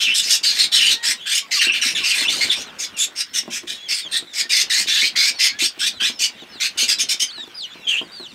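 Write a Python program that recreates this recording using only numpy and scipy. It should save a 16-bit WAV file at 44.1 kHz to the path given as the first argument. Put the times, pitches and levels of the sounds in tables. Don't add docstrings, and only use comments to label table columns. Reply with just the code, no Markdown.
import sys
import numpy as np
from scipy import signal
from scipy.fft import rfft, irfft
from scipy.io import wavfile
from scipy.ndimage import uniform_filter1d

SR = 44100
rng = np.random.default_rng(int(sys.argv[2]) if len(sys.argv) > 2 else 0)


def bounce(signal):
    frames = np.transpose(np.atleast_2d(signal))
    limited = np.clip(frames, -1, 1)
    pcm = np.round(limited * 32767).astype(np.int16)
    wavfile.write(sys.argv[1], SR, pcm)


N = 367794

# start_s, held_s, first_effort_db, last_effort_db, first_ring_hz, last_ring_hz, chest_db, hiss_db
RASPS = [ (0.0, 0.077, -16.5, -31, 3160, 3500, -9, -8.5), (0.07, 0.088, -26, -48, 3440, 3330, 0, -16),
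         (0.138, 0.064, -16.5, -18, 5280, 4960, -8, -3.5), (0.215, 0.093, -23.5, -22.5, 5050, 5060, -7, -5),
         (0.291, 0.069, -15.5, -17.5, 5230, 4880, -8, -2), (0.429, 0.092, -14.5, -21, 4720, 4300, -9.5, -9),
         (0.52, 0.058, -27.5, -22, 4180, 4230, -5, -7), (0.58, 0.065, -12.5, -15, 4150, 4110, -10.5, -10.5),
         (0.715, 0.073, -13, -14, 3930, 3830, -12, -11.5), (0.79, 0.11, -20, -20.5, 3900, 4000, -3.5, -6),
         (0.895, 0.036, -17, -13.5, 3940, 3730, -11.5, -8), (1.026, 0.094, -21, -20, 4740, 5230, -4, -3.5),
         (1.256, 0.13, -28, -20, 4120, 5270, -2, -1.5), (1.507, 0.08, -20, -20.5, 4700, 4380, -7, -6.5),
         (1.604, 0.055, -19, -20.5, 4200, 4040, -0.5, -6), (1.73, 0.096, -25, -43, 3370, 3700, 5.5, -8.5),
         (1.814, .11, -19, -26.5, 5160, 5340, -3, -7), (1.948, 0.11, -26, -35, 3630, 4040, 2.5, -12.5),
         (2.035, 0.082, -23, -22.5, 4740, 4400, 0.5, -4), (2.12, 0.12, -24.5, -28, 4160, 3570, -1, -2),
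         (2.287, 0.14, -21, -33, 4150, 4220, -5.5, -4.5),
         (2.403, 0.089, -24.5, -34.5, 4300, 4030, 1.5, -3.5),
         (2.503, 0.037, -22, -21.5, 3840, 3670, -1.5, -9.5),
         (2.55, 0.076, -29.5, -31, 5200, 6000, -4.5, -8.5),
         (2.783, 0.07, -26, -26.5, 6700, 4970, -10.5, -5), (2.965, 0.078, -27.5, -23, 3560, 3500, -7.5, 0),
         (3.151, 0.061, -29.5, -23, 5200, 5200, -5.5, -4.5), (3.331, 0.056, -23.5, -20, 5900, 5600, -6, -3),
         (3.5, 0.078, -30, -27, 5630, 5960, -2.5, -3), (3.669, 0.1, -24.5, -40.5, 3550, 3700, -7, -9.5),
         (3.881, 0.12, -20.5, -27, 4800, 4500, -7.5, -8),
         (4.11, 0.065, -24.5, -19, 4030, 3870, -12.5, -5.5), (4.331, 0.081, -26, -18.5, 5130, 4770, -7, -5),
         (4.491, 0.13, -17.5, -15.5, 5030, 4920, -10, -7),
         (4.695, 0.13, -18.5, -19.5, 4100, 4670, -8.5, -5),
         (4.866, 0.21, -18.5, -18.5, 3550, 4300, -8, -9.5), (5.155, .14, -15, -15, 4560, 5340, -11, -10.5),
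         (5.387, 0.087, -16.5, -12.5, 5000, 5030, -7.5, -8.5),
         (5.586, 0.078, -19.5, -18, 3550, 4700, -6.5, -4),
         (5.788, 0.095, -21.5, -17.5, 3270, 3580, -10.5, -7.5),
         (5.999, 0.092, -27, -27.5, 3970, 3450, 3.5, -2), (6.189, 0.072, -20.5, -20, 4630, 4600, -4.5, -2),
         (6.598, 0.069, -21.5, -21.5, 4100, 4340, -3, -5), (6.773, 0.079, -16.5, -24, 4540, 4460, -3.5, -4),
         (6.878, 0.046, -15, -17, 5040, 4800, -7, -5.5), (6.983, 0.043, -17, -21, 5330, 5240, -7.5, -8.5),
         (7.085, .043, -16.5, -16.5, 4980, 5300, -8.5, -7),
         (7.193, 0.034, -20.5, -16.5, 5460, 5330, -11, -5), (7.865, 0.13, -43, -54, 3600, 3360, 10.5, 8.5),
         ]
# frequency_hz, level_db
THROAT_SPECTRUM = [(1500, -44), (2800, -22), (3500, 5.5), (5500, 7.5), (6500, -57), (8000, -19.5)]
CHEST_SPECTRUM = [(700, -44), (1300, -8.5), (1700, -6), (2300, 2.5), (3000, 5.5), (3600, -0.5), (5000, -26)]
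HISS_SPECTRUM = [(3530, -43), (6000, -0.5), (6990, -2), (7370, -4.5), (8690, -2.5), (9960, -15),
                 (12500, -12), (14200, -28), (15700, -40)]
# start_s, length_s, first_hz, between_hz (one or more), last_hz, level_db, octave_db
SQUEALS = [ (0.022, 0.14, 3482, (2830, 2710, 3040), 3240, -29.5, -53),
           (0.438, .09, 3874, 4080, 4140, -29, -53), (0.59, 0.045, 4140, 4120, 4100, -30, -57),
           (0.72, 0.0554, 3860, 3830, 3850, -36, -46), (0.763, 0.15, 2960, (3000, 2780, 2900),
           3000, -27.5, -50), (0.915, 0.025, 4160, 4220, 4100, -22.5, -46),
           (1.192, 0.12, 3020, 3410, 3720, -47, -66), (1.254, 0.096, 1561, 1680, 1836, -44, -38),
           (1.513, 0.046, 2150, 2083, 2070, -34.5, -35.5), (1.586, 0.054, 2752, 2910, 3590, -28, -35),
           (1.663, 0.066, 2685, 2730, 2744, -26, -51), (1.716, 0.041, 2720, 2900, 2730, -32, -41),
           (1.811, 0.04, 2870, 2767, 2940, -32, -34), (1.946, 0.053, 3536, (3420, 2660), 2800, -35, -41.5),
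           (2.031, 0.059, 2770, 2570, 2510, -31.5, -34), (2.107, 0.052, 3306, (2650, 2550),
           2460, -28.5, -48), (2.042, 0.02, 6000, 5400, 5200, -38, -58),
           (2.175, 0.081, 2124, 2095, 2180, -38, -60), (2.18, .05, 4090, 4060, 3680, -33.5, -54),
           (2.247, 0.067, 2686, 2837, 3010, -31.5, -45), (2.278, 0.024, 3550, 3510, 3640, -25, -45),
           (2.406, 0.057, 2220, 2150, 2190, -31.5, -31), (2.495, 0.028, 3580, 3706, 3520, -22.5, -43),
           (2.986, 0.076, 3637, 3654, 3850, -36.5, -31), (4.124, 0.0703, 1826, 1864, 1950, -41.5, -38.5),
           (4.502, 0.12, 2490, 2125, 2015, -34.5, -36), (4.698, 0.11, 1920, (1880, 2010), 2230, -35, -32.5),
           (4.88, .145, 1714, (1790, 1770), 1820, -42.5, -34), (4.959, 0.064, 2645, 2890, 3240, -36, -60),
           (5.015, 0.058, 2176, 2370, 2400, -28.5, -43), (5.153, 0.16, 2167, 2265, 2297, -33.5, -48),
           (5.385, 0.14, 2114, 2164, 2187, -38, -38), (5.801, 0.077, 1590, 1706, 1813, -41, -39),
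           (5.998, 0.098, 1527, (1680, 1980), 2010, -41, -31), (6.999, 0.045, 3190, 3210, 3150, -36, -30),
           (7.198, 0.064, 3270, 3155, 3160, -35, -34), (7.867, 0.14, 2944, (3200, 2908, 2602, 2900),
           2740, -29.5, -75), ]
# start_s, length_s, first_hz, between_hz (one or more), last_hz, level_db
CLEAR_NOTES = [ (0.935, .25, 888, 942, 1043, -51), (0.95, 0.13, 1830, 1890, 1930, -36.5),
               (1.42, 0.047, 1140, 1113, 1110, -46), (1.553, 0.039, 1340, 1195, 1130, -36.5),
               (1.679, .04, 1350, 1204, 1100, -44), (1.685, 0.025, 1600, 1590, 1700, -30.5),
               (1.778, .03, 1780, 1700, 1440, -40), (1.95, 0.025, 1750, 1810, 1680, -31),
               (2.008, 0.036, 1250, 1106, 1060, -41.5), (2.322, 0.029, 1460, 1340, 1250, -38),
               (2.48, .03, 1620, 1550, 1480, -38), (2.658, 0.054, 4220, 3800, 3000, -40.5),
               (2.942, 0.042, 2910, 2780, 2640, -36), (3.278, 0.073, 5381, 5330, 5250, -49),
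               (3.776, .105, 3460, (3330, 3400), 3000, -37), (3.807, 0.035, 4180, 4000, 4030, -47),
               (4.014, 0.066, 3830, 3500, 3070, -31.5), (4.268, 0.079, 3987, 3730, 3300, -40.5),
               (4.423, 0.048, 1684, 1830, 1800, -36.5), (5.343, 0.058, 4490, 4420, 4150, -35),
               (5.344, 0.05, 5900, 5620, 5075, -42), (5.52, 0.069, 1590, 1690, 1740, -41),
               (5.925, 0.063, 4300, 4060, 3890, -40), (5.945, 0.054, 3800, 3470, 2900, -43),
               (6.12, 0.087, 5439, 5300, 4830, -41), (6.342, 0.032, 3270, 3600, 3770, -49),
               (6.37, .03, 3770, 3580, 3310, -47), (6.397, 0.044, 3750, 3760, 3120, -40),
               (6.487, 0.078, 5225, 5200, 4360, -45.5), (6.519, 0.087, 4318, 4000, 3000, -40),
               (6.942, 0.042, 3850, 3950, 3950, -35), (7.253, .06, 5147, 4850, 4052, -36.5),
               (7.278, .05, 3050, 3250, 4460, -37), (7.325, 0.12, 4460, (4300, 3900, 3780), 3270, -32),
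               (7.354, 0.073, 4850, 4740, 4000, -49), (7.37, .045, 1770, 1720, 1900, -40),
               (7.386, 0.1, 5500, 5100, 3690, -53), (7.543, 0.12, 4900, (4950, 4400, 3440), 2860, -30),
               (7.57, 0.1, 5400, (5250, 4900), 3300, -47), (7.698, 0.042, 3500, 3400, 3790, -38.5),
               (7.742, .09, 4180, 4060, 3750, -50), (7.839, .025, 3420, 3360, 3310, -36.5),
               (8.02, 0.06, 4814, 4730, 4019, -50), (8.116, .16, 4450, (4740, 4440, 4150, 3720),
               2700, -35.5), (8.14, 0.051, 4300, 3890, 3300, -49), (8.28, 0.046, 4560, 4300, 3500, -46), ]
# start_s, strength_db
KNOCKS = [(0.411, -35), (1.089, -27), (1.669, -25), (1.856, -26), (2.004, -34), (2.212, -21.5),
          (2.271, -35), (2.384, -42), (2.441, -38), (3.479, -21), (3.635, -28), (4.059, -22.5),
          (4.225, -31.5), (4.453, -34), (4.637, -32), (4.801, -27), (5.028, -28), (5.174, -31.5),
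          (5.622, -20), (6.019, -24), (6.096, -24.5), (6.423, -24.5), (6.556, -33), (6.828, -25),
          (7.034, -30), (7.381, -30), (7.756, -29.5), (8.014, -20), (8.202, -29.5)]
# pitch_hz, width_hz, level_db
TRAY_MODES = [(237, 108, -3.5), (340.5, 66, -8.5), (587, 95, -14), (774, 70, -21), (977, 94, -12)]
# time_s, rumble_db
FLOCK_STIR = [(0.0, -50.5), (0.88, -46.5), (1.34, -54.5), (2.37, -40), (3.37, -53.5), (5.36, -49.5),
              (5.69, -52.5), (6.97, -49), (7.29, -52.5), (8.11, -48.5), (8.34, -53)]
# frequency_hz, level_db
RUMBLE_SPECTRUM = [(12, -27), (20, 21), (48, 3), (129, -9.5), (181, -2), (251, -1.5), (690, -1),
                   (1300, -1.5), (1500, 2), (1950, -9.5), (3300, -120)]
RUSTLE_SPECTRUM = [(700, -31), (1300, -5), (2000, 2.5), (3500, 0), (5000, -8), (9000, -16.5), (10000, -20),
                   (15700, -23)]
# frequency_hz, decay_s
SHED_DECAY = [(300, 0.16), (1500, 0.14), (4000, 0.14), (10000, 0.087)]

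# first_db, peak_share (of its length), last_db
CLEAR_SWELL, SQUEAL_SWELL = (-4.5, 0.85, -1), (-2.5, 0.32, -1)
ATTACK_S, RELEASE_S, RELEASE_DB = 0.031, 0.039, -30
THROB_DB, TREMBLE_DB = 5.5, 1.8


def rasp(contour):
    effort_db, ring_hz, chest_db, hiss_db = per_sample(contour)
    samples = len(effort_db)
    air = puffs = sputter(samples)
    for height, bend in rng.random((14, 2)):
        overtone_hz = 1600 * 5.81 ** height * ring_hz / ring_hz.mean()
        overtone_hz *= 1 + 0.072 * bend * drift(samples, size=1500)
        strength = 0.24 * gain_of(9.7 * np.tanh(drift(samples, size=500)))
        air = air + strength * unit_rms(resonate(puffs, overtone_hz, width_hz=167))
    ring = unit_rms(resonate(resonate(puffs, ring_hz, width_hz=800), ring_hz, width_hz=1100))
    throat = 0.47 * ring + 0.51 * colour(air, THROAT_SPECTRUM)
    chest = 1.03 * gain_of(chest_db) * colour(air, CHEST_SPECTRUM)
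    hiss = 1.07 * gain_of(hiss_db + 0.28 * drift(samples, size=250)) * colour(air, HISS_SPECTRUM)
    return gain_of(effort_db) * (throat + chest + hiss) * fades(samples, rise_s=0.008, fall_s=0.0055)


def rasp_contour(held_s, first_db, last_db, first_hz, last_hz, chest_db, hiss_db):
    attack_s = min(ATTACK_S, held_s / 3)
    times = np.array([0, attack_s, (attack_s + held_s) / 2, held_s, held_s + RELEASE_S])
    under_db = min(-1.5 + 0.36 * (first_db + 5), 0)
    effort_db = [first_db + under_db, first_db, (first_db + last_db) / 2 + 0.9, last_db, last_db + RELEASE_DB]
    ring_hz = first_hz + (last_hz - first_hz) * np.minimum(times / held_s, 1) ** 1.35
    chest_db = chest_db + np.array([4.5, 0, 0, 0, 0])
    hiss_db = hiss_db + np.array([0, 0, 0, 0, -3])
    return np.transpose([times, effort_db, ring_hz, chest_db, hiss_db])


def sputter(samples):
    return rng.standard_normal(samples) * gain_of(4.1 * np.tanh(1.06 * drift(samples, size=40)))


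def squeal(contour):
    hz, level_db, octave_db = per_sample(contour)
    samples = len(hz)
    hz = hz * (1 + 0.03 * drift(samples, size=300))
    phase = 2 * np.pi * np.cumsum(hz * (1 + 0.018 * drift(samples, size=50))) / SR
    breath = unit_rms(resonate(resonate(sputter(samples), hz, width_hz=460), hz, width_hz=580))
    whistle = gain_of(level_db) * (4.36 * np.sin(phase) + 1.07 * breath)
    overtones = 4.7 * gain_of(octave_db) * (np.sin(2 * phase) + gain_of(-11) * np.sin(3 * phase))
    throb = gain_of(THROB_DB * np.tanh(drift(samples, size=60)))
    return (whistle + overtones) * throb * fades(samples, rise_s=0.0046, fall_s=0.025)


def clear_note(contour):
    hz, level_db = per_sample(contour)
    samples = len(hz)
    hz = uniform_filter1d(hz, size=500, mode="nearest")
    phase = 2 * np.pi * np.cumsum(hz * (1 + 0.004 * drift(samples, size=120))) / SR
    octave_db = -19 - 5 * (hz - 4000) / 1000
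    tone = np.sqrt(2) * (np.sin(phase) + gain_of(octave_db) * np.sin(2 * phase))
    level = gain_of(level_db + TREMBLE_DB * drift(samples, size=150))
    return level * tone * fades(samples, rise_s=0.0057, fall_s=0.0023)


def note_contour(swell, length_s, first_hz, between_hz, last_hz, *levels_db):
    first_db, peak_share, last_db = swell
    progress = np.linspace(0, 1, num=25)
    marks_hz = np.hstack([first_hz, between_hz, last_hz])
    bend = np.polyfit(np.linspace(0, 1, len(marks_hz)), marks_hz, len(marks_hz) - 1)
    hz = np.polyval(bend, progress)
    swell_db = np.interp(progress, [0, peak_share, 1], [first_db, 0, last_db])
    return np.transpose([progress * length_s, hz, *[db + swell_db for db in levels_db]])


def feed_tray():
    blows = gain_of(-55.5 + 10.8 * np.minimum(rng.exponential(1, N), 3))
    blows *= rng.random(N) < 45 / SR
    t = np.arange(2000) / SR
    for start_s, strength_db in KNOCKS:
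        rattle = 0.21 * uniform_filter1d(rng.standard_normal(len(t)), size=16) * gain_of(-60 * t / 0.065)
        add(blows, start_s, gain_of(strength_db) * (rattle + (t == 0)))
    ring = np.zeros(N)
    for hz, width_hz, level_db in TRAY_MODES:
        spot = gain_of(2.5 * drift(N, size=2000))
        ring += gain_of(level_db) * resonate(blows * spot, hz, width_hz) * SR / (2 * np.pi * width_hz)
    beak_tick = resonate(resonate(blows, 2500, width_hz=3000), 2500, width_hz=3500)
    return 0.32 * ring + 0.053 * beak_tick


def far_chicks():
    brood = np.zeros(N)
    for when, length, pitch, fall, loud in rng.random((150, 5)):
        length_s, top_hz, level_db = .04 + .07 * length, 2800 + 1800 * pitch, -59 + 10 * loud
        contour = [(0, top_hz, level_db), (.4 * length_s, top_hz * .96, level_db),
                   (length_s, top_hz * (.9 - .25 * fall), level_db - 4)]
        add(brood, when * N / SR, clear_note(contour))
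    return brood


def flock():
    times, stir_db = np.transpose(FLOCK_STIR)
    stir = gain_of(np.interp(np.arange(N) / SR, times, stir_db))
    rumble = colour(rng.standard_normal(N), RUMBLE_SPECTRUM) * stir
    feet_on_boards = 0.9 * gain_of(4.5 * drift(N, size=1500)) * resonate(rumble, 204, width_hz=240)
    grain_sizes = gain_of(4 * np.minimum(rng.exponential(1, N), 4))
    grains = grain_sizes * (rng.random(N) < 1500 / SR) * rng.choice([-1., 1.], N)
    rustle = colour(unit_rms(grains) + 1.2 * rng.standard_normal(N), RUSTLE_SPECTRUM)
    bands = signal.stft(rumble + feet_on_boards + gain_of(-48) * rustle, nperseg=512)[2]
    patches = uniform_filter1d(rng.standard_normal(bands.shape), size=9, axis=0)
    patches_db = 3 * unit_rms(uniform_filter1d(patches, size=9, axis=1))
    return signal.istft(bands * gain_of(patches_db), nperseg=512)[1][:N]


def shed(sound):
    taps = np.zeros(SR // 2)
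    slots = np.arange(100, len(taps) - 20, 20)
    taps[slots + rng.integers(0, 20, len(slots))] = rng.choice([-1., 1.], len(slots))
    hz, t, bands = signal.stft(taps, SR, nperseg=256)
    decay = gain_of(-60 * t / value_at(SHED_DECAY, hz)[:, None])
    tail = signal.istft(bands * decay, SR, nperseg=256)[1]
    return signal.fftconvolve(sound, tail / np.linalg.norm(tail))[:N]


def gain_of(db):
    return 10 ** (np.asarray(db) / 20)


def unit_rms(x):
    return x / np.sqrt(np.mean(x ** 2) + 1e-20)


def value_at(table, hz):
    marks_hz, values = np.transpose(table)
    return np.interp(np.log(hz + 1), np.log(marks_hz + 1), values)


def add(mix, start_s, sound):
    part = mix[round(start_s * SR):][:len(sound)]
    part += sound[:len(part)]


def colour(x, spectrum):
    gains = gain_of(value_at(spectrum, np.fft.rfftfreq(len(x), 1 / SR)))
    return unit_rms(irfft(rfft(x) * gains, len(x)))


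def resonate(x, hz, width_hz):
    carrier = np.exp(2j * np.pi * np.cumsum(hz * np.ones(len(x))) / SR)
    pole = np.exp(-np.pi * width_hz / SR)
    return 2 * (carrier * signal.lfilter([1 - pole], [1, -pole], x / carrier + 1e-18)).real


def drift(samples, size):
    return unit_rms(uniform_filter1d(uniform_filter1d(rng.standard_normal(samples), size), size))


def per_sample(contour):
    times, *columns = np.transpose(contour)
    t = np.arange(times[0], times[-1], 1 / SR)
    return [np.interp(t, times, column) for column in columns]


def fades(samples, rise_s, fall_s):
    t = np.arange(samples) / SR
    return np.clip(t / rise_s, 0, 1) * np.clip(t[::-1] / fall_s, 0, 1)


def scene():
    bird, notes, knocks, far = np.zeros(N), np.zeros(N), feed_tray(), far_chicks()
    for start_s, *call in RASPS:
        add(bird, start_s, rasp(rasp_contour(*call)))
    for start_s, *note in SQUEALS:
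        add(bird, start_s, squeal(note_contour(SQUEAL_SWELL, *note)))
    for start_s, *note in CLEAR_NOTES:
        add(notes, start_s, clear_note(note_contour(CLEAR_SWELL, *note)))
    direct = gain_of(-1.5) * bird + notes + knocks + 0.7 * far
    reflected = shed(gain_of(-5.5) * (bird + knocks) + gain_of(-12) * notes + far)
    return (direct + reflected + flock())[None]


def record(dry):
    thin = signal.lfilter(*signal.butter(3, 90, "high", fs=SR), dry)
    rounded = 1.204 * np.tanh(thin / 1.215)
    band_limit = signal.firwin(511, 15800, window=("kaiser", 9), fs=SR)
    return signal.oaconvolve(rounded, band_limit[None], "same")


dry = scene()
out = record(dry)
bounce(out)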